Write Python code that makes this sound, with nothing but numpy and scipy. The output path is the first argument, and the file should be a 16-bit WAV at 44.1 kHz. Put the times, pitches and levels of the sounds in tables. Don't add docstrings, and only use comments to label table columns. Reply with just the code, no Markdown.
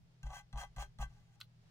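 import sys
import numpy as np
from scipy import signal
from scipy.fft import rfft, irfft
from scipy.io import wavfile
from scipy.ndimage import uniform_filter1d

SR = 44100
rng = np.random.default_rng(int(sys.argv[2]) if len(sys.argv) > 2 else 0)


def put_to_file(sound):
    columns = np.atleast_2d(sound).T
    safe = np.clip(columns, -1, 1)
    whole_steps = np.round(safe * 32767)
    wavfile.write(sys.argv[1], SR, whole_steps.astype(np.int16))


def gain_from_db(level_db):
    decades = np.asarray(level_db, float) / 20
    return 10 ** decades


N = 74970
T = np.arange(N) / SR


def level(x, db):
    return x * gain_from_db(db) / np.sqrt(np.mean(x ** 2))


def ring(x, hz, t60_s):
    pole = np.exp((2j * np.pi * hz - np.log(1000) / t60_s) / SR)
    return signal.lfilter([1], [1, -pole], x).imag


def body(x, modes, flip=-1):
    total = 0
    for k, (hz, db, t60_s, pan_db) in enumerate(modes):
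        gain = gain_from_db(db + np.array([[pan_db], [-pan_db]]) / 2)
        total = total + flip ** k * gain * ring(x, hz, t60_s)
    return total


def colour(x, points):
    hz, db = np.array(points).T
    f = np.maximum(np.arange(N // 2 + 1) * SR / N, 1)
    return irfft(rfft(x) * gain_from_db(np.interp(np.log(f), np.log(hz), db)), N)


def above(x, hz):
    return signal.sosfilt(signal.butter(4, hz, "high", fs=SR, output="sos"), x)


def hits(times_s, sizes):
    x = np.zeros(N)
    x[(np.array(times_s) * SR).astype(int)] = sizes
    return x


def soften(x, s):
    push = np.hanning(int(s * SR))
    return np.convolve(x, push / push.sum())[:N]


def walk(rate_hz):
    k = int(SR / rate_hz)
    return level(uniform_filter1d(uniform_filter1d(rng.standard_normal(N), k), k), 0)


# f/Hz, density/(dB per Hz)
AIR = [(150, -45), (260, -6), (373, -9), (406, -5.5), (483, -10.5), (822, -10), (993, -15.5), (5080, -19.5),
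       (15800, -43)]
# f/Hz, density/(dB per Hz)
RUMBLE = [(12, -22), (25, -0.5), (45, -23.5), (85, -6.5), (140, -7), (200, -14), (260, -33), (400, -59)]
# f/Hz, level/dB, wander/Hz
HUM = [(120, -67.5, 2.8), (163.2, -71.5, 2.15), (220, -90.5, 10)]


def room_tone():
    opposed = np.array([[1], [-1]])
    mid, side = colour(rng.standard_normal((2, N)), AIR)
    side = signal.sosfilt(signal.butter(1, 485, "high", fs=SR, output="sos"), side)
    air = level(mid + 1.12 * side * opposed, -77) * gain_from_db(walk(9))

    hum = 0
    for hz, db, wander_hz in HUM:
        gain = np.sqrt(2) * gain_from_db(db + 1.1 * walk(18))
        hum = hum + gain * np.sin(2 * np.pi * np.cumsum(hz + wander_hz * walk(9.2)) / SR)

    low, apart = colour(rng.standard_normal((2, N)), RUMBLE)
    swell_db = np.interp(T, [0, .15, 1.15, 1.3], [14, 0, 9.5, 5])
    rumble = level(low + 0.54 * apart * opposed, -74.5) * gain_from_db(swell_db)
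    return air + rumble + hum * gain_from_db([[.6], [-.6]])


def swell(x, hz, rise_t60_s, t60_s):
    return ring(ring(x, hz, rise_t60_s), hz, t60_s) * 2 * np.log(1000) / rise_t60_s / SR


TOUCH_S = (.2305, .528, .7625, .9865)
# lift t/s, thump/dB, lift/dB, tick/dB, upper table ring/dB
DABS = [
    (0.407, -38.5, -66, -56.5, -8),
    (0.656, -38.5, -58.5, -52.5, -1),
    (.845, -40, -81, -58, -7.5),
    (1.052, -36.5, -78, -54, 0),
]
# f/Hz, level/dB, t60/s
TABLE = [(29.8, -1, 0.44), (74, -30, 0.033), (131.5, -6, 0.31), (148, -24, 0.3)]


def thumps():
    RISE_T60_S, PUSH_S, LEAN_S = 0.02, 0.0029, .023
    ARM_HZ, ARM_T60_S, ARM_DB = 55.8, 0.13, 20.5
    lift_s, thump_db, lift_db, _, upper_db = np.array(DABS).T
    force = hits(TOUCH_S, gain_from_db(thump_db)) - hits(lift_s, gain_from_db(lift_db))
    arm = swell(soften(force, LEAN_S), ARM_HZ, ARM_T60_S, ARM_T60_S)
    push = soften(force, PUSH_S)
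    table = sum(gain_from_db(db) * swell(push, hz, RISE_T60_S, t60_s) for hz, db, t60_s in TABLE)
    upper = hits(TOUCH_S, gain_from_db(thump_db + upper_db - 16.5))
    table = table + swell(upper, 215.5, RISE_T60_S, 0.21)
    slap = hits([.815], gain_from_db(-68.5))
    table = table + swell(slap, 386.5, RISE_T60_S, 0.24)
    return (table - gain_from_db(ARM_DB) * arm) * gain_from_db([[1.1 / 2], [-1.1 / 2]])


def slips():
    SLIPS_PER_S = 9000
    return level((rng.random(N) < SLIPS_PER_S / SR) * rng.standard_normal(N), 0)


def drive(x, modes, db):
    return x * gain_from_db(db) / np.std(body(x, modes))


def spaced(x):
    LEFT_LEAD_S = .00013
    return np.array([np.interp(T + LEFT_LEAD_S, T, x[0]), x[1]])


# t/s, sliding level/dB, pressure on mat/dB
DRAGS = [
    [(0.231, -52.5, -18), (0.239, -73, -20.5), (0.251, -70.5, 26.5), (0.269, -60.5, -11),
     (0.283, -70.5, 21.5), (0.319, -62, 18.5), (0.349, -53, 3.5), (0.395, -55, -0.5), (0.45, -102, -17)],
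    [(0.529, -62, 9), (0.555, -82.5, 36.5), (0.579, -50.5, 5.5), (0.617, -48, 9.5), (0.641, -56.5, 3),
     (0.687, -85.5, -25), (0.7, -117, -21)],
    [(0.763, -50, 11.5), (0.773, -60.5, 6), (0.787, -59.5, 19), (0.799, -48.5, 7.5), (0.827, -48, -3.5),
     (0.893, -90.5, -9), (0.9, -80, -21)],
    [(0.987, -64, 22.5), (1.005, -57, 16.5), (1.015, -48, 2.5), (1.029, -49, 6), (1.077, -85.5, 1),
     (1.1, -78.5, 4)],
    [(1.1, -80, 22), (1.118, -77.5, 8), (1.25, -80, -1.5), (1.31, -81, 6), (1.318, -78.5, 8.5),
     (1.334, -77, -5), (1.36, -73.5, 1)],
]
# t/s, peak level/dB
CATCHES = [
    (.268, -44),
    (.304, -42),
    (.333, -42),
    (.366, -44.5),
    (.558, -43),
    (.574, -39.5),
    (.635, -35.5),
    (.783, -36.5),
    (.824, -35.5),
    (1.026, -34),
]
# f/Hz, level/dB, t60/s, left-right/dB
MAT = [(603, -9.5, 0.05, 3.5), (721, -9, 0.059, -0.5), (796, 1, 0.06, 1), (826.6, 2, 0.064, 2),
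       (972, -10.5, 0.063, 3), (1050, -15.5, .05, 1), (1147, -8.5, 0.092, 2.5), (1243, -11, 0.079, 4)]
PEN_HZ = (1559, 2012, 2506, 2658, 2760, 3180, 3380, 4120, 5824, 6130, 7050, 8620)
# level/dB, t60/s, left-right/dB
PEN = [(1, .08, 2.5), (-3, .075, 2.5), (-10, .07, 1.5), (-6, .07, 1.5), (-9, .06, 1), (-2, .055, 0),
       (-6, .03, 0), (-4, .035, -1), (-8, .05, -1), (-5, .025, -1), (-12, .03, -1), (-11, .025, -1)]
# f/Hz, density/(dB per Hz)
FIBRE = [(1000, -35), (1450, -12), (3250, -10), (3750, -21), (5000, -17), (6400, -10), (9500, -19),
         (15700, -25)]
# f/Hz, level/dB, t60/s, left-right/dB
KNOCK = [(830, 0, .014, 1), (1150, -11, .012, 1), (3200, -16, .01, 0), (6100, -26, .006, -1)]
# f/Hz, level/dB, t60/s, left-right/dB
TICK = [(3400, 0, .03, 0), (4250, -2, .03, -1), (6100, -3, .02, -1), (8600, -6, .012, 0),
        (12000, -12, .006, 2)]


def drags():
    slide, press = 0, 0
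    for curve in DRAGS:
        s, slide_db, press_db = np.array(curve).T
        slide = slide + gain_from_db(np.interp(T, s, slide_db, -140, -140))
        press = press + gain_from_db(np.interp(T, s, slide_db + press_db, -140, -140))
    low = slips() * gain_from_db(3 * walk(150))
    high = slips() * gain_from_db(2.5 * walk(200))
    ticks = hits(TOUCH_S, gain_from_db(np.array(DABS)[:, 3]))
    catch_s, catch_db = np.array(CATCHES).T
    catches = hits(catch_s, gain_from_db(catch_db))

    mat_force = drive(low, MAT, -7.5) * press + gain_from_db(-2.5) * ticks + gain_from_db(-16) * catches
    mat = body(mat_force, MAT) + body(catches, KNOCK)

    barrel = np.c_[PEN_HZ, PEN]
    pen_force = drive(high, barrel, -3) * slide + gain_from_db(-7.5) * ticks + gain_from_db(-18) * catches
    pen = above(body(pen_force, barrel), 870)

    FIBRE_ALIKE = .5
    grain = np.sqrt(FIBRE_ALIKE) * level(high, 0) + np.sqrt(1 - FIBRE_ALIKE) * rng.standard_normal((2, N))
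    fibres = level(colour(grain, FIBRE), -6) * slide
    return above(mat, 560) + spaced(pen + fibres + gain_from_db(-6.5) * body(ticks, TICK))


# f/Hz, level/dB, t60/s, left-right/dB
SCRAP = [(1195, -17, 0.046, 0), (1493, -9, 0.029, 3), (2220, -28, 0.032, 26), (3130, -0.5, 0.0086, 9),
         (3557, 0, 0.013, 3), (4110, 7, 0.0064, -1), (5900, -11.5, 0.0019, -17), (8400, -23, .004, 18),
         (13200, -34, 0.002, 28)]
SNAP_S = (1.4126, 1.4141, 1.4172)
SNAP_DB = (-36.5, -41, -45)


def scrap():
    START_S, END_S, PEEL_DB = 1.4016, 1.412, -54
    paper = level(body(rng.standard_normal(N), SCRAP), 0)
    crackle = level(np.diff(rng.standard_normal((2, N + 1))), 0)
    gate_s = [START_S, START_S + .001, END_S, END_S + .008, END_S + .05]
    peel = level(paper + crackle, PEEL_DB) * np.interp(T, gate_s, [0, 1, .5, .2, 0])
    snaps = soften(hits(SNAP_S, -gain_from_db(np.array(SNAP_DB))), .00013)
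    return above(peel + gain_from_db(-7) * body(snaps, SCRAP, 1), 1100)


def room_tail(work):
    ROOM_DB, ROOM_T60_S, n = -11.5, 0.1, SR // 4
    tail = rng.standard_normal((2, n)) * np.exp(-np.log(1000) * T[:n] / ROOM_T60_S)
    tail = level(signal.lfilter([1], [1, -.6], tail), ROOM_DB) / np.sqrt(n)
    return signal.fftconvolve(work, tail, axes=1)[:, :N]


def scene():
    work = drags() + scrap()
    return work + room_tail(work) + thumps() + room_tone()


def band_limit(x):
    return signal.sosfilt(signal.butter(12, 16400, fs=SR, output="sos"), x)


def record(dry):
    TOP_HZ = 15850
    mix = signal.sosfilt(signal.ellip(10, .2, 80, TOP_HZ, fs=SR, output="sos"), dry)
    return band_limit(mix)


dry = scene()
out = record(dry)
put_to_file(out)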